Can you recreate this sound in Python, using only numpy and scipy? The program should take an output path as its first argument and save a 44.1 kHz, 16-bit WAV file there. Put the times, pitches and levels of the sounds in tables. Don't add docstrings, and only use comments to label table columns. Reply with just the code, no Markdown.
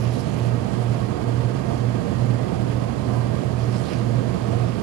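import sys
import numpy as np
from scipy import signal
from scipy.fft import rfft, irfft
from scipy.io import wavfile

SR = 44100
rng = np.random.default_rng(int(sys.argv[2]) if len(sys.argv) > 2 else 0)


def pcm_store(signal):
    levels = np.round(np.clip(np.atleast_2d(signal), -1, 1) * 32767)
    wavfile.write(sys.argv[1], SR, levels.astype(np.int16).T)


N = 212606
TIME = np.arange(N) / SR
FREQ = np.maximum(np.arange(N // 2 + 1) * SR / N, 1)
TOP_HZ = 11750

MAINS_HZ, SHAFT_HZ, BEAT_CREST_S = 60, 58.9, .022
HUM_LAG_S, RIGHT_LAG_S = .00041, .00089
HUM_TIME = TIME - BEAT_CREST_S - np.array([[0], [HUM_LAG_S]])
# mains_multiple, level_db, waver_fraction
MAINS_HARMONICS = [(2, -24, 0.1), (6, -42.5, 0.13), (8, -46.5, 0.57)]
# shaft_multiple, level_db, waver_fraction
SHAFT_HARMONICS = [(1, -43.5, .05), (2, -26, 0.22), (8, -62, 0.091)]
# frequency_hz, left_db_per_hz, right_db_per_hz
AIR_SPECTRUM = [(25, -76, -76), (42, -75, -67), (50, -79, -62), (79, -65, -49.5), (126, -62.5, -46),
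                (217, -63.5, -49), (420, -67, -56.5), (696, -81.5, -59), (820, -80.5, -68),
                (1180, -91, -68), (1384, -88.5, -72), (2710, -98.5, -78), (4800, -99.1, -84.5),
                (5470, -101.7, -86.5), (12400, -103.4, -93.5)]
# centre_hz, width_hz, left_lift_db, right_lift_db
AIR_COLOUR = [(202, 51, 1, 3.5), (472.5, 27, 10.5, 5.5), (580, 16, 3, 3), (672, 36, 0, 3.5),
              (782, 36, 9, 4), (905, 100, -5, 5), (1097, 70, 8, 4.5), (1202, 20, 6, 4), (1250, 35, 0, 4.5),
              (1600, 33, -5, 6.5), (1877, 61, -1, 4), (3200, 140, 3, 2.5), (3760, 260, -2, -4),
              (4700, 1820, 0, 3.5), (5680, 300, -2, -3), (6870, 380, -2, 3.5), (8560, 200, -2, 2.5)]
# frequency_hz, correlation
AIR_LIKENESS = [(40, 0.5), (110, 0), (230, 0.46), (330, 0.72), (550, 0.04), (750, 0.7), (1000, 0.06),
                (2000, 0)]

# frequency_hz, relative_db
SOLEPLATE_SPECTRUM = [(500, -24), (1500, 10), (2600, 13), (3700, 8), (5200, 4.5), (6200, 0), (8500, -3.5),
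                      (11500, -6.5)]
# start_s, length_s, level_db, brightness_db
SOLEPLATE_GLIDES = [(0, 0.24, -42, 11), (0.25, 0.25, -44.5, 7), (0.648, 0.4, -46.5, 5),
                    (1.295, 0.22, -57, 8), (1.652, .19, -53, 4), (2.98, 0.25, -51, 11),
                    (3.58, 0.18, -44.5, 5), (3.706, 0.22, -42, 13), (3.85, 0.19, -42.5, 5.5),
                    (4.05, 0.3, -51, 0), (4.39, 0.44, -48.5, 0)]
# frequency_hz, relative_db
SLEEVE_SPECTRUM = [(500, 2), (1200, 13), (3000, 19), (4500, 5), (6000, 9), (8500, 1), (11500, 0)]
# start_s, length_s, level_db, brightness_db
SLEEVE_BRUSHES = [(0, 0.25, -54, 2), (0.385, 0.37, -58, 2), (.85, 0.25, -57, 3), (1.28, .24, -63, 0),
                  (1.67, .2, -64, 0), (2.23, 0.28, -68, 0), (2.69, .08, -53.5, 5), (3.548, 0.32, -59, 7),
                  (4.35, .47, -60, 7)]
# start_s, length_s, level_db
BOARD_PRESSES = [(1.11, 0.17, -31), (1.67, 0.095, -29), (2.385, 0.25, -32), (3.015, 0.16, -33),
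                 (4.364, 0.34, -31.5)]
# centre_hz, width_hz, left_gain_db, right_gain_db
BOARD_RESONANCES = [(320, 180, -10.5, 0), (696, 130, -32, -4.5), (1140, 280, -47, -13.5)]
# start_s, length_s, level_db
IRON_SCRAPES = [(3.083, 0.17, -38)]
# centre_hz, width_hz, gain_db
IRON_RESONANCES = [(1010, 90, -2.5), (1170, 90, -8), (1600, 49, -11)]
# start_s, length_s, level_db, centre_hz, width_hz
FOLD_RUSTLES = [(0.103, 0.1, -48, 4200, 6500), (0.812, .035, -55, 8500, 6000),
                (1.66, 0.16, -56, 6000, 3000), (2.392, 0.082, -46, 1900, 900),
                (3.737, 0.06, -52, 6800, 7500), (3.84, 0.055, -44.5, 4000, 3600),
                (3.897, 0.115, -49, 4200, 3400)]
# start_s, left_db, right_db, centre_hz, width_hz, decay_s
KNOCKS = [(2.057, -50, -55, 1900, 800, .012), (2.496, -50, -53, 2000, 1200, .004),
          (2.775, -42, -45, 5500, 7000, 0.0016), (3.569, -45, -48, 7500, 5000, .001)]

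# start_s, length_s, level_db, pitch_hz
AIR_WHISTLES = [(0.783, 0.32, -38.5, 719), (2.78, 0.38, -44, 1040)]
# pitch_hz, level_db, unsteadiness_fraction
LOW_TONES = [(53.5, -49, 0), (80.15, -38.5, 0.22), (134.4, -34.5, 0.8), (258.8, -44, .4),
             (423, -45.5, 0.46)]


def motor(left_db=-12.5):
    hum = 0
    for base_hz, harmonics in ((MAINS_HZ, MAINS_HARMONICS), (SHAFT_HZ, SHAFT_HARMONICS)):
        for multiple, db, waver in harmonics:
            tone = np.sqrt(2) * np.cos(2 * np.pi * multiple * base_hz * HUM_TIME)
            hum = hum + undb(db) * (1 + waver * walk(25)) * tone
    return on_right(hum, left_db)


def airflow(flutter_db=.63):
    hz, *mics_db = np.transpose(AIR_SPECTRUM)
    air_db = np.array([over_freq(hz, db) for db in mics_db])
    lift_db = sum(np.outer(lifts, bell(centre, width)) for centre, width, *lifts in AIR_COLOUR)
    alike = over_freq(*np.transpose(AIR_LIKENESS))
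    shared, own = rfft(rng.standard_normal((2, N))) * np.sqrt(SR / 2)
    left = alike * shared + np.sqrt(1 - alike ** 2) * own
    right = shared * np.exp(-2j * np.pi * FREQ * RIGHT_LAG_S)
    rush = irfft(np.array([left, right]) * undb(air_db + lift_db), N)
    return rush * undb(flutter_db * walk(27))


def soleplate():
    friction = rub(SOLEPLATE_SPECTRUM, catch_db=1.1)
    swish = strokes(friction, SOLEPLATE_GLIDES, attack_s=.06, release_s=.093, rest_db=-59.5)
    return on_right(swish, left_db=-21)


def sleeve():
    friction = rub(SLEEVE_SPECTRUM, catch_db=-1)
    brush = strokes(friction, SLEEVE_BRUSHES, attack_s=.05, release_s=.06, rest_db=-69)
    return np.array([brush, np.zeros(N)])


def board():
    force = hand_force(BOARD_PRESSES, attack_s=.094, release_s=.12)
    rumble = sum(np.outer(undb(mics_db), ring(hz, width)) for hz, width, *mics_db in BOARD_RESONANCES)
    left, right = force * rumble
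    return np.array([left, np.interp(TIME - RIGHT_LAG_S, TIME, right)])


def scrapes():
    force = hand_force(IRON_SCRAPES, attack_s=.086, release_s=.065)
    body = sum(undb(db) * ring(hz, width_hz) for hz, width_hz, db in IRON_RESONANCES)
    return on_right(force * body, left_db=-22)


def rustles(catch_db=1.5):
    folds = 0
    for start_s, length_s, db, hz, width_hz in FOLD_RUSTLES:
        crackle = colour(slips(grain_db=9), bell(hz, width_hz) ** 2)
        fade = envelope(start_s, length_s, attack_s=.02, release_s=.021)
        folds = folds + undb(db) * fade * crackle
    return on_right(folds * undb(catch_db * walk(60)), left_db=-16)


def ticks():
    out = np.zeros((2, N))
    for start_s, left_db, right_db, hz, width_hz, decay_s in KNOCKS:
        fade = (TIME >= start_s) * np.exp(-np.abs(TIME - start_s) / decay_s)
        knock = np.array([undb(db) * ring(hz, width_hz) for db in (left_db, right_db)])
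        out += fade * knock
    return out


def whistles(width_hz=18, fade_s=.13):
    notes = 0
    for start_s, length_s, db, hz in AIR_WHISTLES:
        notes = notes + undb(db) * ring(hz, width_hz) * envelope(start_s, length_s, fade_s, fade_s)
    return on_right(notes, left_db=-20)


def low_tones(left_db=-12.5):
    tones = 0
    for hz, db, unsteady in LOW_TONES:
        sway = (1 + unsteady * (walk(1.2) + 1j * walk(5.2))) / np.sqrt(1 + 2 * unsteady ** 2)
        tone = np.sqrt(2) * np.exp(2j * np.pi * (hz * HUM_TIME + rng.random()))
        tones = tones + undb(db) * np.real(sway * tone)
    return on_right(tones, left_db)


def slips(grain_db):
    size = np.minimum(rng.exponential(size=N), 4)
    return rng.standard_normal(N) * undb(grain_db * size)


def rub(spectrum, catch_db, patchy_db=3.5, patch_rate_hz=9):
    hz, db = np.transpose(spectrum)
    gain = undb(over_freq(hz, db)) * np.minimum(FREQ / hz[0], 1) * (FREQ < TOP_HZ)
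    friction = rfft(colour(slips(grain_db=6), gain))
    bands = (irfft(friction * over_freq(hz, band), N) for band in np.eye(len(hz)))
    patchy = sum(band * undb(patchy_db * walk(patch_rate_hz)) for band in bands)
    return patchy * undb(catch_db * walk(60))


def strokes(friction, rows, attack_s, release_s, rest_db):
    power, tilt = undb(rest_db) ** 2, 0
    for start_s, length_s, db, bright_db in rows:
        stroke = (undb(db) * envelope(start_s, length_s, attack_s, release_s)) ** 2
        power = power + stroke
        tilt = tilt + bright_db * stroke
    return brighten(friction, tilt / power) * np.sqrt(power)


def brighten(x, bright_db, pivot_hz=6000):
    high = irfft(rfft(x) / (1 + (pivot_hz / FREQ) ** 4), N)
    return high * undb(bright_db / 2) + (x - high) * undb(-bright_db / 2)


def hand_force(rows, attack_s, release_s):
    return sum(undb(db) * envelope(start, length, attack_s, release_s) for start, length, db in rows)


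def envelope(start_s, length_s, attack_s, release_s):
    rise = np.clip((TIME - start_s) / attack_s + .5, 0, 1)
    fall = np.clip((start_s + length_s - TIME) / release_s + .5, 0, 1)
    return rise * fall


def on_right(x, left_db):
    return x * undb([[left_db], [0]])


def ring(hz, width_hz):
    return colour(rng.standard_normal(N), bell(hz, width_hz))


def walk(rate_hz):
    return colour(rng.standard_normal(N), np.exp(-(FREQ / rate_hz) ** 2))


def colour(x, gain):
    filtered = irfft(rfft(x) * gain, N)
    return filtered / np.std(filtered)


def bell(hz, width_hz):
    return 1 / (1 + (2 * (FREQ - hz) / width_hz) ** 2)


def over_freq(hz, values):
    return np.interp(np.log(FREQ), np.log(hz), values)


def undb(db):
    return 10 ** (np.asarray(db) / 20)


def scene():
    blower = motor() + airflow()
    handwork = soleplate() + sleeve() + board() + scrapes() + rustles() + ticks()
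    return blower + handwork + whistles() + low_tones()


def record(dry):
    return signal.sosfilt(signal.ellip(12, .1, 80, TOP_HZ, fs=SR, output="sos"), dry)


dry = scene()
out = record(dry)
pcm_store(out)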